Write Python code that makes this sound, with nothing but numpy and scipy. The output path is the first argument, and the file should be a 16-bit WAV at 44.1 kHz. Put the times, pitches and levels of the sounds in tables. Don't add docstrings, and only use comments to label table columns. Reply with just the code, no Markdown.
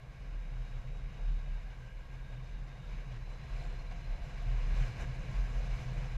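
import sys
import numpy as np
from scipy import signal
from scipy.io import wavfile

SR = 44100
rng = np.random.default_rng(int(sys.argv[2]) if len(sys.argv) > 2 else 0)


def unload_wav(signal):
    wavfile.write(
        sys.argv[1],
        SR,
        np.round(np.clip(np.atleast_2d(signal).T, -1, 1) * 32767).astype(np.int16),
    )


def volts(x):
    e = np.asarray(x, float) / 20
    return 10 ** e


N = 272097


def rms_one(x):
    return x / np.sqrt(np.mean(x ** 2) + 1e-20)


def in_time(rows):
    s, *columns = np.transpose(rows)
    return [np.interp(np.arange(N) / SR, s, column) for column in columns]


def swells(rows, squareness):
    s = np.arange(N) / SR
    coarse = np.arange(0, N + 32, 32) / SR
    humps = []
    for middle, length, *_ in rows:
        hump = np.exp(-np.abs(2 * (coarse - middle) / length) ** squareness)
        humps.append(np.interp(s, coarse, hump))
    return np.array(humps)


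def drift(rate):
    r = np.exp(-80 * np.pi * rate / SR)
    noise = rng.standard_normal(N // 40 + 2002)
    slow = signal.lfilter([1], [1, -2 * r, r * r], noise)[2000:]
    return np.interp(np.arange(N) / 40, np.arange(len(slow)), rms_one(slow))


def bands(spectrum, edges):
    white = rng.standard_normal((2, N + SR))
    hz_points, db_points = np.transpose(spectrum)
    for k, (low, high) in enumerate(zip(edges, edges[1:])):
        centre = np.sqrt(low * high)
        band_filter = signal.butter(2, [low, high], "band", fs=SR, output="sos")
        band = signal.sosfilt(band_filter, white[k % 2])[SR:]
        yield centre, band * volts(np.interp(np.log(centre), np.log(hz_points), db_points))


def wavering_tone(hz, wander, rate, rough, flicker_db):
    phase = 2 * np.pi * np.cumsum(hz * (1 + wander * drift(rate))) / SR
    narrow = drift(rate) * np.sin(phase) + drift(rate) * np.cos(phase)
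    tone = np.sqrt(2) * np.sin(phase) * volts(flicker_db * drift(rate))
    return rms_one(tone + rough * narrow), phase


# time in seconds, pitch in Hz, level in dB.
GAP_WHISTLE = [(0, 3700, -84), (.5, 3785, -76), (.8, 3805, -74.5), (1.15, 3785, -75), (1.45, 3756, -73),
               (1.72, 3735, -76), (1.82, 3745, -95), (2.13, 3715, -95), (2.19, 3710, -73.5),
               (2.54, 3735, -73), (2.65, 3830, -84), (2.69, 3715, -73), (3.04, 3800, -73.5),
               (3.17, 3860, -86), (3.24, 3980, -74), (3.5, 4040, -71), (3.8, 4120, -73), (4.1, 4050, -76.5)]


def whistle():
    hz, level_db = in_time(GAP_WHISTLE)
    breath = np.interp(np.arange(N) / SR, [3.5, 3.9], [0.38, 6.0])
    tone, _ = wavering_tone(hz, wander=.003 * (1 + breath), rate=30.0, rough=1.6 * breath, flicker_db=1.6)
    power = 1 + 2 * breath ** 2
    return volts(level_db) * np.sqrt(np.mean(power) / power) * tone


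# time in seconds, level of the rush in dB.
AIRFLOW = [(0.0, -66.5), (0.45, -64.5), (1.05, -65), (1.22, -63), (1.6, -64), (1.92, -66), (3.45, -63),
           (3.66, -60.5), (3.86, -62), (4.28, -60.5), (4.81, -56.5), (5.14, -58.5), (5.72, -56.5),
           (6.17, -59.5)]


def air_swing():
    rush_db, = in_time(AIRFLOW)
    return rush_db - rush_db.mean()


# middle in seconds, length in seconds, boost in dB.
LOWER_MODE_SINGS = [
    (.55, .2, 2),
    (3.612, 0.12, 15.5),
    (3.93, 0.22, 10),
    (4.225, 0.09, 13),
    (4.45, 0.11, 8.5),
    (4.843, .12, 6),
    (5.006, 0.096, 9),
    (5.7, 0.18, 2),
]
UPPER_MODE_SINGS = [
    (.4, 0.17, 4),
    (1.56, .1, 9.8),
    (1.86, .24, 8),
    (2.3, 0.46, 7.2),
    (3.85, 0.23, 3.45),
    (4.37, .2, 6.9),
    (4.97, 0.09, 4.2),
    (5.86, .15, 3.07),
]


def hollow_tones():
    low, _ = wavering_tone(700, wander=.012, rate=28.0, rough=3.0, flicker_db=1.5)
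    high, _ = wavering_tone(1610, wander=.008, rate=45.0, rough=3.0, flicker_db=2.5)
    low_boost_db = np.transpose(LOWER_MODE_SINGS)[2] @ swells(LOWER_MODE_SINGS, 1.2)
    high_boost_db = np.transpose(UPPER_MODE_SINGS)[2] @ swells(UPPER_MODE_SINGS, 2.2)
    low_db = -72 + 1.34 * air_swing() + low_boost_db
    high_db = -73 + 0.43 * air_swing() + high_boost_db
    return volts(low_db) * low + volts(high_db) * high


# middle in seconds, length in seconds, boost in dB, extra treble in dB.
HARD_GUSTS = [(0.71, .2, 1.5, 0.5), (1.24, 0.14, 0.5, -2.5), (2.148, 0.05, 2, 0), (2.338, 0.034, 3.5, -3),
              (2.939, 0.17, 2.5, -1), (3.143, .06, 4.5, -2), (3.33, 0.079, 1.5, 1), (3.597, 0.3, 2, 1),
              (3.917, 0.03, 4, -1), (4.123, 0.044, -0.5, 0), (4.82, 0.16, 3.5, 2), (5.017, 0.06, 4.5, 2.5),
              (5.37, 0.11, 1, 0), (5.566, 0.1, -0.5, 1.5), (5.8, 0.17, 1, 1.5), (6.016, 0.11, 2, 1.5)]


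def gusts():
    return np.transpose(HARD_GUSTS)[2:] @ swells(HARD_GUSTS, 3.5)


# pitch in Hz, width in Hz, lift or cut in dB.
CASE_MODES = [(501.8, 30, 6.5), (690, 140, 2.5), (1089, 60, 4), (1248, 204, -4), (1604, 210, 4),
              (1785, 38, -8.5), (2270, 280, 3), (2866, 104, 4), (3183, 210, -5.5), (4160, 360, 2.5),
              (4600, 230, -1), (5230, 730, 4.5), (5600, 300, 0), (6190, 710, 6), (7130, 570, 9),
              (9520, 270, 6.5), (11420, 1000, 10)]


def case(x):
    for hz, width_hz, db in CASE_MODES:
        w = 2 * np.pi * hz / SR
        a = volts(db / 2)
        k = np.sin(w) * width_hz / hz / 2
        x = signal.lfilter([1 + k * a, -2 * np.cos(w), 1 - k * a],
                           [1 + k / a, -2 * np.cos(w), 1 - k / a], x)
    return x


# pitch in Hz, strength in dB per Hz.
RUSH_COLOUR = [(120, -31), (200, -3.5), (380, -8), (501, -4), (773, -8.5), (1070, -6), (1260, -9.5),
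               (1600, -10), (1810, -9.5), (2300, -10), (3200, -15), (6190, -30.5), (12600, -49.5),
               (16400, -86), (22000, -120)]
GUST_TURNS_HZ = (900, 1800, 4000, 9000)


def rush(shared_db=0.39, own_db=1.09):
    swing_db = air_swing()
    colour = list(RUSH_COLOUR[:-1]) + [(17000, RUSH_COLOUR[-2][1] - 3.0)]
    boost_db, treble_db = gusts()
    eddies = drift(40.0) + 0.92 * drift(7.3)
    low_db = (0.82 - 1) * swing_db - 0.25 * boost_db + .5 * drift(13.0)
    high_db = (1.15 - 1) * swing_db + treble_db + 1.0 * drift(24.0)
    out = 0
    for hz, band in bands(colour, 200 * 2 ** np.arange(0, 6.4, 1 / 3)):
        low_share = np.interp(np.log(hz), np.log(GUST_TURNS_HZ[:2]), [1, 0])
        high_share = np.interp(np.log(hz), np.log(GUST_TURNS_HZ[2:]), [0, 1])
        tilt_db = low_share * low_db + high_share * high_db + boost_db
        out = out + band * volts(tilt_db + shared_db * eddies + own_db * drift(14.0))
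    return volts(swing_db - 56.5) * rms_one(case(out))


# pitch in Hz, strength in dB per Hz.
RUMBLE_COLOUR = [(7.1, -32), (12, -6), (32, -0.5), (52, -2), (66, -5), (87, -12), (144, -5.5), (203, -28.5),
                 (320, -41), (420, -62), (700, -120)]
# middle in seconds, length in seconds, pitch in Hz, boost in dB.
WIND_THUMPS = [(0.306, 0.086, 69.5, 1), (0.356, 0.24, 175, 1.5), (0.767, 0.071, 75, 8.5),
               (1.07, 0.21, 165, 5), (1.7, 0.11, 58, 2.5), (2.193, 0.19, 56, 2.5), (2.263, 0.097, 171, 2),
               (2.747, 0.81, 190, 5.5), (3.436, 0.16, 54.6, 2), (4.31, 0.27, 84, 7), (4.708, 0.25, 91, 8),
               (2.3, 0.66, 85, -4), (4.996, 0.33, 70, 8.5), (4.95, 0.23, 155, 1), (5.287, 0.25, 165, 7),
               (5.3, 0.053, 89, 13), (5.777, 0.075, 170, 6), (3.793, 0.58, 185, 0), (4.5, 0.45, 196, -4),
               (6.01, 0.27, 162, 5)]


def rumble():
    _, _, thump_hz, boost_db = np.transpose(WIND_THUMPS)
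    humps = swells(WIND_THUMPS, 1.9)
    swing_db = 0.74 * air_swing()
    out = 0
    for hz, band in bands(RUMBLE_COLOUR, 12 * 2 ** np.arange(0, 5, 1 / 3)):
        near = np.exp(-(np.log2(hz / thump_hz) / 0.5) ** 2)
        lumps_db = 1 * drift(3.8)
        out = out + band * volts(swing_db + boost_db * near @ humps + lumps_db)
    return volts(-45.0) * rms_one(out)


# time in seconds, firings a second in Hz.
ENGINE_SPEED = [
    (0, 131),
    (.9, 125.9),
    (1.3, 135),
    (1.7, 127.4),
    (2.4, 131),
    (3.2, 125.5),
    (4.3, 121.5),
    (5.2, 124.1),
    (5.7, 126.8),
    (6.17, 126.6),
]
# middle in seconds, length in seconds, peak level in dB.
DRONE_SWELLS = [(0.073, 0.086, -50.5), (0.273, 0.12, -49), (0.585, 0.17, -48.5), (0.739, 0.088, -48),
                (0.876, 0.049, -43), (1.05, 0.11, -53.5), (1.347, 0.1, -46), (1.546, 0.17, -66),
                (1.78, 0.14, -55), (2.114, 0.44, -61), (2.357, 0.12, -46.5), (2.675, 0.52, -57),
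                (3.15, 0.16, -47), (3.41, .36, -58), (3.74, 0.2, -53), (3.959, 0.097, -42.5),
                (4.082, .08, -60), (4.271, 0.058, -45.5), (4.512, 0.13, -39.5), (4.72, 0.074, -39),
                (4.86, .14, -36.5), (5.053, 0.2, -41), (5.309, .16, -44.5), (5.499, 0.15, -47.5),
                (5.624, 0.17, -52.5), (5.898, 0.37, -42), (6.17, 0.073, -47)]


def engine():
    hz, = in_time(ENGINE_SPEED)
    drone, phase = wavering_tone(hz, wander=.03, rate=14.0, rough=.55, flicker_db=1.2)
    octave = volts(-23) * drift(5.2) * np.sin(2 * phase)
    peak = volts(np.transpose(DRONE_SWELLS)[2] - 2.45)
    level = volts(-65) + peak @ swells(DRONE_SWELLS, 2.9)
    return level * (drone + octave)


# middle in seconds, length in seconds, peak level in dB, vortices a second in Hz.
VORTEX_TRAINS = [(0.113, 0.063, -44, 39.26), (0.45, 0.38, -37.5, 38.48), (0.604, 0.076, -41, 36.9),
                 (0.766, .11, -37.5, 35.97), (0.94, 0.13, -38.5, 35.9), (1.055, 0.064, -38.5, 35),
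                 (1.31, 0.24, -31.5, 36.66), (1.537, 0.15, -36, 37.2), (1.717, 0.18, -42, 36.9),
                 (2.004, 0.19, -44.5, 35.7), (2.21, .12, -41.5, 36.9), (2.36, .12, -41, 37.54),
                 (2.582, 0.27, -41, 38.18), (2.96, .24, -42, 39.77), (3.25, .25, -45.5, 36.08),
                 (3.54, 0.09, -36.5, 38.35), (3.751, .25, -38.5, 34.44), (3.961, 0.22, -42.5, 35),
                 (4.127, 0.094, -34.5, 35.8), (4.228, 0.059, -38.5, 37.13), (4.349, 0.061, -42, 36.9),
                 (4.568, 0.38, -30.5, 36.95), (4.796, .13, -30.5, 36.83), (5.026, 0.1, -44, 38.1),
                 (5.169, 0.17, -39.5, 36.35), (5.413, 0.15, -31, 38.5), (5.582, 0.12, -31, 39.5),
                 (5.726, 0.14, -36, 41), (5.983, 0.23, -35, 38.64), (6.153, 0.15, -35, 37.8)]


def buffeting():
    at, _, peak_db, train_hz = np.transpose(VORTEX_TRAINS)
    hz = np.interp(np.arange(N) / SR, at, train_hz)
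    push, _ = wavering_tone(hz, wander=.04, rate=6.0, rough=.25, flicker_db=.5)
    level = volts(-65.5) + volts(peak_db) @ swells(VORTEX_TRAINS, 2.4)
    return level * push


def scene():
    mix = buffeting() + engine() + rumble() + rush() + hollow_tones() + whistle()
    return mix[None]


# pitch in Hz, dB over the band's usual level.
TOP_BAND_NEEDS = [(10400, -14), (12700, -12), (12850, 0), (13300, 1), (13550, 4.5), (14300, 6),
                  (14900, 8.5)]
# middle in seconds, length in seconds, rise of the needed level in dB.
TREBLE_DROPOUTS = [
    (.37, .04, 11),
    (1.0, .22, 4),
    (1.3, .14, 13),
    (1.5, .08, 13),
    (1.95, .7, -1.5),
    (2.65, .4, 3),
    (4.6, .2, 3),
    (4.83, .14, -3),
    (5.02, .08, -3),
    (5.8, .14, -2),
]


def drop_weak_top(x, size=2048, count=6):
    padded = np.pad(x, (0, 2 * size), "reflect", reflect_type="odd")
    hz, s, frames = signal.stft(padded, SR, nperseg=size)
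    raised_db = np.transpose(TREBLE_DROPOUTS)[2] @ swells(TREBLE_DROPOUTS, 4)
    raised_db = np.interp(s, np.arange(N) / SR, raised_db)
    keep = np.ones(frames.shape)
    for k in range(np.searchsorted(hz, TOP_BAND_NEEDS[0][0]), len(hz), count):
        power = np.sum(np.abs(frames[k:k + count]) ** 2, axis=0)
        level_db = 10 * np.log10(power + 1e-20)
        need_db = np.interp(hz[k], *np.transpose(TOP_BAND_NEEDS), right=99)
        lift = volts(3.0 if need_db > -5 else 0)
        keep[k:k + count] = lift * (level_db > np.median(level_db) + need_db + raised_db)
    return signal.istft(frames * keep, SR, nperseg=size)[1][:N]


def top_cut(x):
    return signal.sosfilt(signal.butter(12, 14670, fs=SR, output="sos"), x)


def record(dry):
    hiss = volts(-82) * rng.standard_normal(N)
    left_s = np.arange(N)[::-1] / SR
    fade = np.sin(np.pi / 2 * np.minimum(left_s / 0.006, 1))
    finished = fade * drop_weak_top(dry[0] + hiss)
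    return top_cut(finished[None])


dry = scene()
out = record(dry)
unload_wav(out)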